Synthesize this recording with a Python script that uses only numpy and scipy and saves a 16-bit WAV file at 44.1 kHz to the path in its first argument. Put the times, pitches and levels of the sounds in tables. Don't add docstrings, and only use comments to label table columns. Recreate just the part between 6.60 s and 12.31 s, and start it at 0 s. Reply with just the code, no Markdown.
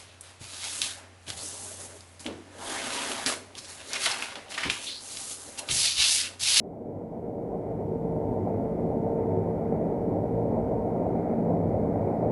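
import sys
import numpy as np
from scipy import signal
from scipy.fft import rfft, irfft, next_fast_len
from scipy.io import wavfile
from scipy.ndimage import uniform_filter1d

SR = 44100
rng = np.random.default_rng(int(sys.argv[2]) if len(sys.argv) > 2 else 0)


def generate_wav(sig):
    pcm = np.round(np.clip(np.atleast_2d(sig).T, -1, 1) * 32767).astype(np.int16)
    wavfile.write(sys.argv[1], SR, pcm)


N = 251811

# multiple of half the firing rate, level in dB within the hum.
ENGINE_ORDERS = [(1.001, -23), (2, -12), (3, -8.5), (3.83, -13.5), (4, -14.5), (5, -21)]
# time in seconds, whine pitch in Hz, swell of the whole machine
# in dB, then levels in dB against the roar of the whine, its octave, a lower shaft note and the note at half its pitch.
PUMP = [(0, 465, -0.08, -13, -31, -14, -6), (.2, 467.4, -0.12, -9.5, -30, -16, -16),
        (.45, 468.2, -0.34, -7, -26.5, -22, -11.5), (.7, 465.4, -0.4, -8, -28, -18, -23),
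        (.9, 461.3, -0.4, -4, -28, -11, -17), (1.1, 457.7, -0.49, -8.5, -24, -11, -23),
        (1.3, 453.9, -0.5, -4.5, -19, -8.5, -25), (1.55, 453.5, -0.13, -4, -21.5, -9, -24),
        (1.8, 450, 0.0069, -7, -21.5, -14, -21), (2.05, 450, 0.046, -4, -22, -11, -20.5),
        (2.25, 454, 0.077, -4, -19, -5, -15), (2.5, 453.4, 0.043, -1, -20, -11.5, -13.5),
        (2.75, 453.8, 0.1, -2, -14, -4, -17), (2.95, 456, -0.05, -3, -21, -8, -18),
        (3.15, 458, 0.053, -3, -21, -10.5, -9), (3.4, 458.6, 0.034, -7, -21, -11.5, -15.5),
        (3.6, 457.6, 0.14, -6.5, -22, -10, -12.5), (3.85, 460.3, 0, -3.5, -23, -20, -11),
        (4.1, 462.8, -0.06, -5, -21, -16.5, -15), (4.4, 460.6, 0, -6.5, -22.5, -16, -11),
        (4.7, 458.3, 0.096, -10.5, -23, -13.5, -5.5), (5.0, 458.1, 0, -15, -23, -11, -9),
        (5.25, 455.7, 0, -5.5, -27.5, -12, -15), (5.5, 451.2, 0, -9, -21, -13, -7),
        (5.7, 449.2, -0.054, -9, -16.5, -21, -23)]

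# frequency in Hz, level in dB per Hz.
ROAR_COLOUR = [(80, -39.5), (130, -7), (160, -3), (190, -4), (225, -3), (270, -3), (350, -6), (420, -4),
               (445, -6.5), (480, -8.5), (520, -16.5), (700, -63.5)]
RUMBLE_COLOUR = [(14, -47.5), (24, -19), (40, -7), (70, -3.5), (100, -0.5), (140, -3), (190, -25.5),
                 (300, -92.5)]
STRAW_COLOUR = [(300, -43.5), (440, -7), (500, -2.5), (600, 0), (700, -2.5), (800, -8), (890, -13.5),
                (1000, -19), (1080, -23), (1150, -34), (1500, -66.5)]
RATTLE_COLOUR = [(800, -23), (1140, -7), (1195, 3), (1290, -1.5), (1350, 2), (1440, -3), (1750, -7.5),
                 (2020, -4), (2330, -8), (2480, -13.5), (2620, -24.5), (3200, -34), (4500, -56)]
CHAFF_COLOUR = [(2800, -18.5), (3600, -3), (4500, 0), (5500, -6.5), (7000, -20.5)]
HISS_COLOUR = [(1500, -10), (2800, 8), (4000, 3), (5500, 2), (8000, 2.5), (11500, 1.5), (13500, -0.5),
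               (14900, -5.5), (15200, -10), (16000, -9.5)]

# middle of the change in seconds, change in dB.
DRUM_SWELLS = [(.36, 8), (1.27, 10.5), (1.72, 6.5), (1.83, 12), (1.98, 10), (2.6, 6.5), (2.75, 10.5),
               (3.05, 6.5), (3.45, 8), (3.6, 8.5), (4.85, 5), (5.11, 9), (5.45, 11.5)]
STRAW_SURGES = [(.38, 2.5), (.57, 2), (.94, 4), (1.38, -2.5), (1.87, 4), (2.09, 1), (2.16, -4.5),
                (2.49, 1.5), (2.82, -3.5), (3.13, 1.5), (3.3, -1.5), (3.52, 1.5), (3.74, -3), (3.98, 2),
                (4.05, -2.5), (4.13, 2.5), (4.45, 1), (4.67, -1), (4.81, -3), (4.88, 4.5), (5.24, 1.5),
                (5.31, -2), (5.65, 2.5)]
WHINE_DIPS = [(.6, -13), (1.21, -2), (1.84, -5.5), (2.17, -12), (2.4, -6.5), (2.83, -9), (2.97, -6),
              (3.7, 3), (4.35, -6), (4.55, -2), (4.76, -6.5), (5.04, -8), (5.34, -5.5), (5.54, -9)]
ROAR_SURGES = [(.17, -2.5), (.29, 3), (.57, -0.5), (1.0, -1), (1.35, 0), (1.62, -5), (1.85, 2), (2.15, -3),
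               (2.4, 2.5), (2.5, -1.5), (2.95, -6.5), (3.13, 3), (3.5, 3.5), (3.67, -2.5), (4.05, -3.5),
               (4.4, 2), (4.67, -3), (4.95, 1.5), (5.36, 0.5), (5.49, 4.5), (5.55, -6.5)]
HUM_SWELLS = [(.35, -12), (.95, 1), (1.85, 1), (2.45, 2), (2.9, 0.5), (3.2, 1), (3.5, -3), (3.75, 2.5),
              (4.72, -2), (4.9, 1.5)]
RUMBLE_SWELLS = [(.6, -2), (1.7, 3.5), (3.1, -2.5), (4.7, -4), (5.3, 1.5)]
LOWER_DIPS = [(1.1, -4), (1.45, -4.5), (1.9, -4), (2.12, -5), (2.5, -9), (2.85, -3.5), (3.25, -5),
              (3.45, -3), (3.68, -7), (4.9, -5), (5.15, -5), (5.4, -4)]
DRUM_SWELL_S, STRAW_SURGE_S, WHINE_DIP_S, ROAR_SURGE_S = 0.056, 0.024, 0.019, 0.022
HUM_SWELL_S, RUMBLE_SWELL_S, LOWER_DIP_S = 0.076, 0.13, 0.036

START_M, SPEED_M_S = 26.9, 1.56
ROAR_DB, ROAR_HALVING_DB = -32, 3
# dB against the roar at START_M, extra dB gained per halving of the distance.
RUMBLE_LEVEL, STRAW_LEVEL, RATTLE_LEVEL = (-10.5, 3.4), (-4, 5.4), (-30.5, 6.0)
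CHAFF_LEVEL, HUM_LEVEL = (-59, 13), (-2.5, 7.3)

ENGINE_HZ, PUMP_HZ = 56.45, 459
GOVERNED = 0.94
CHUG_JITTER_S, CHUG_SCATTER_DB = 0.001595, 3.0
FAN_HZ, FAN_DB = 302.4, -12
LOWER_NOTE = 0.827
DRUM_HZ, DRUM_DB = 99.86, -17.5
SIEVE_HZ = 8.0
FLUTTER_DB = 1.5
HISS_DB = -73.5
FADE_FROM_DB, FADE_S = -11.5, 1.69
TOP_HZ = 15700


def undb(db):
    return 10 ** (np.asarray(db) / 20)


def unit(x):
    return x / np.sqrt(np.mean(x ** 2))


def curves(table):
    seconds, *columns = np.transpose(table)
    t = np.arange(N) / SR
    return [np.interp(t, seconds, column) for column in columns]


def walk(rate):
    hold = int(SR / rate)
    steps = np.repeat(rng.standard_normal(N // hold + 1), hold)
    smooth = uniform_filter1d(uniform_filter1d(steps, hold), hold)
    return 1.3 * smooth[:N]


def swells(rows, half_s):
    t = np.arange(N) / SR
    return sum(db * np.exp(-((t - middle) / half_s) ** 2 / 2) for middle, db in rows)


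def coloured(x, spectrum):
    size = next_fast_len(N)
    hz, db = np.transpose(spectrum)
    bins_hz = np.arange(size // 2 + 1) * SR / size
    gain = undb(np.interp(np.log(bins_hz + 1), np.log(hz), db, -90, -90))
    return unit(irfft(rfft(x, size) * gain, size)[:N])


def tone(hz, waver_db, waver_hz):
    phase = 2 * np.pi * np.cumsum(hz + waver_hz * walk(6)) / SR
    level = undb(waver_db * walk(8.9) + FLUTTER_DB * walk(30))
    return np.sqrt(2) * level * np.sin(phase + 2 * np.pi * rng.random())


def rush(spectrum, throb_db, thumps, churn_db):
    shaken = rng.standard_normal(N) + thumps
    return coloured(shaken * undb(throb_db + churn_db * walk(9)), spectrum)


def nearer(level, halvings):
    start_db, halving_db = level
    return undb(start_db + halving_db * halvings)


def speed():
    return (curves(PUMP)[0] / PUMP_HZ) ** GOVERNED


def chug():
    turns = np.cumsum(ENGINE_HZ * speed()) / SR
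    at = np.flatnonzero(np.diff(np.floor(turns)))
    timing, strength = rng.standard_normal((len(at), 2)).T
    late = (CHUG_JITTER_S * SR * timing).astype(int)
    clicks = np.zeros(N)
    clicks[np.clip(at + late, 0, N - 1)] = undb(CHUG_SCATTER_DB * strength)
    return unit(clicks)


def sieves():
    return np.sin(2 * np.pi * np.cumsum(SIEVE_HZ + 0.52 * walk(1.5)) / SR)


def engine():
    half_rate = ENGINE_HZ * speed()
    hum = sum(undb(db) * tone(k * half_rate, waver_db=2.5, waver_hz=1.096) for k, db in ENGINE_ORDERS)
    return undb(swells(HUM_SWELLS, HUM_SWELL_S)) * hum


def pump():
    hz, _, whine_db, octave_db, lower_db, half_db = curves(PUMP)
    hz = hz + 1.16 * walk(18)
    whine_db = whine_db + swells(WHINE_DIPS, WHINE_DIP_S) + 0.75 * walk(16)
    lower_db = lower_db + swells(LOWER_DIPS, LOWER_DIP_S)
    whine = undb(whine_db) * tone(hz, waver_db=0.2, waver_hz=0)
    octave = undb(octave_db) * tone(2 * hz, waver_db=2.2, waver_hz=1.5)
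    lower = undb(lower_db) * tone(hz * LOWER_NOTE, waver_db=2.5, waver_hz=1.2)
    half = undb(half_db) * tone(hz / 2, waver_db=1.0, waver_hz=1.8)
    return whine + octave + lower + half


def drum():
    level = undb(DRUM_DB + swells(DRUM_SWELLS, DRUM_SWELL_S))
    return level * tone(DRUM_HZ, waver_db=2.5, waver_hz=1.5)


def fan():
    return undb(FAN_DB) * tone(FAN_HZ * speed(), waver_db=1.3, waver_hz=1.5)


def roar(sieve, thumps):
    level = undb(-0.36 + swells(ROAR_SURGES, ROAR_SURGE_S))
    return level * rush(ROAR_COLOUR, 0.15 * sieve, undb(-10.5) * thumps, churn_db=0.0)


def straw(sieve, thumps):
    level = undb(swells(STRAW_SURGES, STRAW_SURGE_S))
    return level * rush(STRAW_COLOUR, 0.98 * sieve, undb(-10.5) * thumps, churn_db=0.5)


def rumble(sieve, thumps):
    level = undb(swells(RUMBLE_SWELLS, RUMBLE_SWELL_S))
    return level * rush(RUMBLE_COLOUR, 0.1 * sieve, undb(-18.5) * thumps, churn_db=1.5)


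def rattle(sieve, thumps):
    return rush(RATTLE_COLOUR, 0.33 * sieve, undb(-12.5) * thumps, churn_db=1.0)


def chaff():
    return coloured(rng.standard_normal(N), CHAFF_COLOUR)


def microphone_hiss():
    return undb(HISS_DB) * coloured(rng.standard_normal(N), HISS_COLOUR)


def scene():
    t = np.arange(N) / SR
    halvings = np.log2(START_M / (START_M - SPEED_M_S * t))
    thumps = chug()
    sieve = sieves()

    machine = nearer(HUM_LEVEL, halvings) * (engine() + fan())
    machine += pump() + drum() + roar(sieve, thumps)
    machine += nearer(STRAW_LEVEL, halvings) * straw(sieve, thumps)
    machine += nearer(RUMBLE_LEVEL, halvings) * rumble(sieve, thumps)
    machine += nearer(RATTLE_LEVEL, halvings) * rattle(sieve, thumps)
    machine += nearer(CHAFF_LEVEL, halvings) * chaff()

    load_swell_db = curves(PUMP)[1]
    approach = nearer((ROAR_DB + load_swell_db, ROAR_HALVING_DB), halvings)
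    fade = np.interp(t, [0, FADE_S], [undb(FADE_FROM_DB), 1])
    mix = fade * (approach * machine + microphone_hiss())
    return mix[None]


def record(dry):
    low_pass = signal.ellip(12, 0.2, 70, TOP_HZ, fs=SR, output="sos")
    return signal.sosfilt(low_pass, dry)


dry = scene()
out = record(dry)
generate_wav(out)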